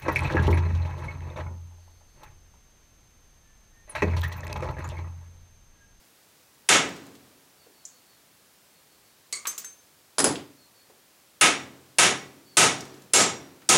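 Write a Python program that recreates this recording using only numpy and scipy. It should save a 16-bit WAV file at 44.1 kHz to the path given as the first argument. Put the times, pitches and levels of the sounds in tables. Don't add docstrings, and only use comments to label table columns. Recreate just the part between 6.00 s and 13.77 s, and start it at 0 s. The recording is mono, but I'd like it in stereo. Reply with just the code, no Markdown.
import sys
import numpy as np
from scipy import signal
from scipy.io import wavfile
from scipy.ndimage import uniform_filter1d, minimum_filter1d

SR = 44100
rng = np.random.default_rng(int(sys.argv[2]) if len(sys.argv) > 2 else 0)


def unload_wav(signal):
    wavfile.write(
        sys.argv[1],
        SR,
        np.round(np.clip(np.atleast_2d(signal).T, -1, 1) * 32767).astype(np.int16),
    )


N = 342657
T = np.arange(int(1.4 * SR)) / SR

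# start_s, level_db, bench_boom_db, strongest_ring_hz, strongest_ring_db (relative to the blow)
BLOWS = [(0.6878, -4.5, -28, 7470, -13.5), (5.41, -6.5, -33.5, 9600, -16), (5.9840, -3.5, -33, 9850, -11.5),
         (6.5688, -2, -28.5, 9420, -12.5), (7.134, -2, -32, 7480, -6), (7.6892, -5, -27, 10000, -18)]
# frequency_hz, relative_db (per Hz)
CLINK_COLOUR = [(60, -21), (400, -3.5), (800, -13), (1300, -8), (3000, -7), (5000, -4), (7000, 5),
                (9500, -9.5), (12000, -12), (16000, -28)]
# frequency_hz, side_db
NEAR_SIDE = [(110, -31), (350, -22.5), (700, -15), (1500, -12.5), (5000, -12.5), (8000, -13.5),
             (15000, -32.5)]


def undb(db):
    return 10 ** (np.asarray(db) / 20)


def unit(x):
    return x / np.sqrt(np.mean(x ** 2))


def along(points, hz):
    f, value = np.transpose(points)
    return np.interp(np.log(hz + 1), np.log(f), value)


def add(out, s, sound):
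    i = int(s * SR)
    out[:, i:i + sound.shape[1]] += sound[:, :N - i]


def fade(t60):
    return np.exp(-np.log(1000) * T / t60)


def wash(colour, t60s=None, size=len(T), width=NEAR_SIDE, build_cycles=1.9):
    noise = rng.standard_normal((2, size))
    hz, t, z = signal.stft(noise, SR, nperseg=1024)
    gain = unit(undb(along(colour, hz)))[:, None]
    if t60s is not None:
        swell = 1 - np.exp(-np.outer(hz, t + 0.0015) / build_cycles)
        decay = np.exp(-np.log(1000) * t / along(t60s, hz)[:, None])
        gain = gain * swell * decay
    z = z * gain
    z[1] *= undb(along(width, hz))[:, None]
    mid, side = signal.istft(z, SR)[1][:, :size]
    return np.array([mid + side, mid - side])


def ring(modes, scatter_db, waver, waver_hz=60, side_db=-2, build_cycles=6.5):
    out = 0
    knots = np.arange(int(waver_hz * T[-1]) + 2) / waver_hz
    for hz, db, t60 in modes:
        strength, phase = rng.standard_normal(2)
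        draws = rng.standard_normal((2, len(knots), 2)) @ [1, 1j]
        wander, side = (np.interp(T, knots, d) for d in draws)
        mid = (1 + waver * wander) / np.hypot(1, waver)
        side = side * undb(along(NEAR_SIDE, hz) + side_db)
        build = 1 - np.exp(-hz * T / build_cycles)
        tone = fade(t60) * build * np.exp(2j * np.pi * (hz * T + phase))
        stereo = np.imag(np.array([mid + side, mid - side]) * tone)
        out = out + undb(db + scatter_db * strength) * stereo
    return out


def contact(colour, crack_db, crack_t60):
    # frequency_hz, t60_s
    reverb_times = [(80, 0.6), (300, 0.4), (800, 0.4), (2000, 0.36), (5000, 0.33), (8000, 0.28),
                    (13000, 0.2)]
    high_pass = signal.butter(2, 350, "high", fs=SR, output="sos")
    crack = signal.sosfilt(high_pass, wash(colour) * fade(crack_t60))
    return undb(crack_db) * crack + wash(colour, reverb_times)


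def hammer(modes_db=-9, rise_s=0.0014, treble_hz=4100, clang_hz=2100):
    # frequency_hz, relative_db (per Hz)
    blow_colour = [(30, -45), (60, -51), (110, -11), (200, -12), (380, -4.5), (600, -8), (850, -6),
                   (1100, -8), (1400, -8), (2300, -6), (3300, -7), (4500, -11), (6800, -6), (9800, -11.5),
                   (11500, -19.5), (13000, -33), (15500, -34)]
    # frequency_hz, relative_db, t60_s
    yoke_modes = [(387.4, -8, 0.36), (744.5, -11.5, 0.43), (1265, -4, 0.34), (1300, -5.5, 0.3),
                  (1522, -7.5, 0.27), (1670, -8.5, 0.35), (1970, -12, 0.44), (2206, -7.5, 0.39),
                  (2724, -5, 0.21), (2975, -11, 0.33), (3620, -10, 0.38), (5668, -14, 0.48),
                  (6170, -15, 0.19), (6430, -6.5, 0.27), (6720, -6.5, .34), (7500, -6.5, 0.23),
                  (8330, 1, 0.11), (9580, -6, 0.21), (9900, 9.5, 0.055), (9800, -17, 0.32),
                  (10750, -15.5, 0.24), (14860, -15, 0.11)]
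    # start_s, nearly_free_s
    slide_times = (5.4, 7.08)
    # tight_db, nearly_free_db
    clang_range = (3.5, -2.5)
    # tight_db, nearly_free_db
    treble_range = (-1.3, 2.2)
    out = np.zeros((2, N))
    for s, db, boom_db, ring_hz, ring_db in BLOWS:
        clang_db = np.interp(s, slide_times, clang_range)
        treble_db = np.interp(s, slide_times, treble_range)

        def landing_db(hz):
            clang = clang_db * np.exp(-np.log2(hz / clang_hz) ** 2)
            return clang + treble_db / (1 + (treble_hz / hz) ** 8)

        colour = [(hz, level + landing_db(hz)) for hz, level in blow_colour]
        modes = [(hz, level + landing_db(hz), t60) for hz, level, t60 in yoke_modes]
        steel = undb(modes_db) * ring(modes, scatter_db=0.8, waver=1.0, waver_hz=100)
        steel = steel + undb(ring_db) * strongest_ring(ring_hz)
        rise = 1 - np.exp(-(T / rise_s) ** 2)
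        blow = rise * (contact(colour, crack_db=-17, crack_t60=0.03) + steel)
        add(out, s, undb(db) * blow + undb(boom_db) * bench_boom())
    return out


def strongest_ring(hz, t60=0.3, waver=3.0, waver_hz=330):
    return ring([(hz, 0, t60)], scatter_db=0, waver=waver, waver_hz=waver_hz)


def bench_boom(modes_db=-7, boom_t60=1.07, build_s=0.0045):
    # frequency_hz, relative_db (per Hz)
    boom_colour = [(30, -24), (60, -20), (110, -2), (300, 4), (600, -5), (1500, -11.5), (4000, -19),
                   (8000, -23), (12000, -49.5)]
    # frequency_hz, relative_db, t60_s
    bench_modes = [(91.5, -11, 1.3), (134.3, -10.5, 1.6), (182, -14, 1.4), (235, -17, 1.2),
                   (277, -0.5, 1.24), (319, -1.5, 0.83), (374, -3, 1.08), (443, -6.5, 0.96)]
    tone = undb(modes_db) * ring(bench_modes, scatter_db=2.0, waver=0.21, waver_hz=23.7)
    boom = wash(boom_colour) * fade(boom_t60) + tone
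    return boom * (1 - np.exp(-T / build_s))


def rattles(count=4, jitter_s=0.008, scatter_octaves=0.3):
    delay_s, gap_s = 0.19, 0.09
    first_db, fall_db = -57.5, 1.8
    centre_hz, width_octaves = 4800, 0.98
    above_boom_db = -30.5
    out = np.zeros((2, N))
    for blow_s, _, boom_db, *_ in BLOWS:
        for k, (late, pitch) in enumerate(rng.standard_normal((count, 2))):
            s = blow_s + delay_s + k * gap_s + jitter_s * late
            if boom_db > above_boom_db and s < N / SR:
                tick = knock(centre_hz * 2 ** (scatter_octaves * pitch), width_octaves)
                add(out, s, undb(first_db - k * fall_db) * tick)
    return out


def clinks(hits, modes, colour, modes_db, crack_db, room_db, waver, waver_hz):
    out = np.zeros((2, N))
    for s, db in hits:
        tone = undb(modes_db) * ring(modes, scatter_db=2.5, waver=waver, waver_hz=waver_hz)
        noise = undb(room_db) * contact(colour, crack_db, crack_t60=0.041)
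        add(out, s, undb(db) * (noise + tone))
    return out


def pliers():
    # start_s, level_db
    snaps = [(3.3258, -29.5)]
    # frequency_hz, relative_db, t60_s
    modes = [(1150, -19, 0.66), (2075, -4.5, 0.27), (2220, -6.5, 0.39), (4160, -4, 0.21), (4560, -2, 0.29),
             (6730, -2.5, 0.28), (7200, -4, 0.22), (8100, -0.5, 0.23), (8770, -8, 0.37), (10200, -4, 0.17)]
    return clinks(snaps, modes, CLINK_COLOUR, modes_db=-2.5, crack_db=8, room_db=-5.5,
                  waver=1.9, waver_hz=226)


def snap_ring():
    # start_s, level_db
    bounces = [(3.4705, -27), (3.5792, -32), (3.6455, -42.5)]
    # frequency_hz, relative_db, t60_s
    modes = [(6300, -2, 0.44), (7900, -3, .17), (8680, -10.5, 0.33), (10200, -11, 0.19), (12580, -8, .17),
             (14980, -7, .15)]
    return clinks(bounces, modes, CLINK_COLOUR, modes_db=-0.5, crack_db=8, room_db=-7.0,
                  waver=0.74, waver_hz=46.4)


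def yoke_clanks():
    # start_s, level_db
    hits = [(4.1828, -22.5), (4.1915, -23), (4.2012, -22.5), (4.2425, -15)]
    # frequency_hz, relative_db, t60_s
    modes = [(281.5, -1.5, 0.49), (385, -1.5, 0.44), (4930, -3, 0.17), (5093, -4, 0.17), (8240, -3, 0.076),
             (10100, 2, 0.072), (10050, 8.5, 0.066), (10100, -17, .25)]
    # frequency_hz, relative_db (per Hz)
    colour = [(30, -45), (60, -28), (120, 1.5), (180, -5.5), (280, -3), (400, 1), (800, -3), (1500, -6.5),
              (2600, -14), (4200, -13.5), (5000, -8.5), (5600, -13), (8000, -7), (9000, -16.5),
              (10400, -1.5), (11500, -28), (15500, -37)]
    return clinks(hits, modes, colour, modes_db=-6.5, crack_db=10.5, room_db=-3.5,
                  waver=1.0, waver_hz=140.2)


def knock(hz, octaves, skirt_db=30):
    grid = np.geomspace(30, 16000, 120)
    distance = np.log2(grid / hz) / octaves
    colour = np.column_stack([grid, -skirt_db * np.log10(1 + distance ** 2 / 2)])
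    return contact(colour, crack_db=12, crack_t60=0.04)


def knocks():
    # start_s, level_db, centre_hz, width_octaves
    hits = [(1.665, -57, 392, 0.48), (1.852, -45.5, 6760, 0.19), (3.453, -42, 1165, 0.17),
            (3.455, -42, 1900, 0.66), (3.644, -55, 1670, 0.66), (4.356, -44.5, 2920, 0.51),
            (4.899, -57, 405, 0.76), (6.807, -47.5, 5660, 0.41), (7.619, -60, 1290, 1.1)]
    out = np.zeros((2, N))
    for s, db, hz, octaves in hits:
        add(out, s, undb(db) * knock(hz, octaves))
    return out


def chirps(rough=0.0185, scatter=0.013):
    # start_s, end_s, level_db
    bouts = [(1.554, 2.16, -69), (2.69, 3.1, -73), (4.56, 4.85, -66.5), (6.44, 6.55, -63.5)]
    gap_s, length_s = 0.165, 0.145
    middle_hz, fall_hz_per_s = 4400, 1670
    out = np.zeros((2, N))
    t = T[:int(length_s * SR)]
    for start, end, db in bouts:
        for s in np.arange(start, end, gap_s):
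            quiver = unit(uniform_filter1d(rng.standard_normal(len(T)), size=100))[:len(t)]
            pitch_hz = middle_hz * (1 + scatter * rng.standard_normal() + rough * quiver)
            pitch_hz = pitch_hz - fall_hz_per_s * (t - length_s / 2)
            swell = 2 * np.sin(np.pi * t / length_s)
            peep = swell * np.sin(2 * np.pi * np.cumsum(pitch_hz) / SR)
            add(out, s, undb(db) * peep[None])
    return out


def air(level_db=-58.5):
    # frequency_hz, relative_db (per Hz)
    colour = [(15, -45.5), (25, -15), (69, -4), (122, -2.5), (227, -2.5), (297, -2.5), (457, -4), (523, -3),
              (631, -4.5), (3090, -9), (4620, -8.5), (5580, -9.5), (15500, -12.5)]
    # frequency_hz, side_db
    far_side = [(90, -13.5), (380, -2), (1000, 1), (2400, -3), (8000, -11.5), (15000, -22.5)]
    return undb(level_db) * wash(colour, size=N, width=far_side)


def scene():
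    work = hammer() + rattles() + pliers() + snap_ring() + yoke_clanks() + knocks()
    return work + chirps() + air()


def record(dry, limit_db=-13.0, release_db_per_s=170, low_cut_hz=55, top_hz=15900):
    low_cut = signal.butter(2, low_cut_hz, "high", fs=SR, output="sos")
    dry = signal.sosfilt(low_cut, dry)
    power = np.abs(uniform_filter1d(np.mean(dry ** 2, axis=0), size=200))
    level_db = 10 * np.log10(power + 1e-12)
    fall = release_db_per_s * np.arange(N) / SR
    held_db = np.maximum.accumulate(level_db + fall) - fall
    gain_db = np.minimum(limit_db - held_db, 0)
    gain = undb(uniform_filter1d(minimum_filter1d(gain_db, size=60), size=30))
    top_cut = signal.ellip(8, 0.2, 70, top_hz, fs=SR, output="sos")
    return signal.sosfilt(top_cut, dry * gain)


dry = scene()
out = record(dry)
unload_wav(out)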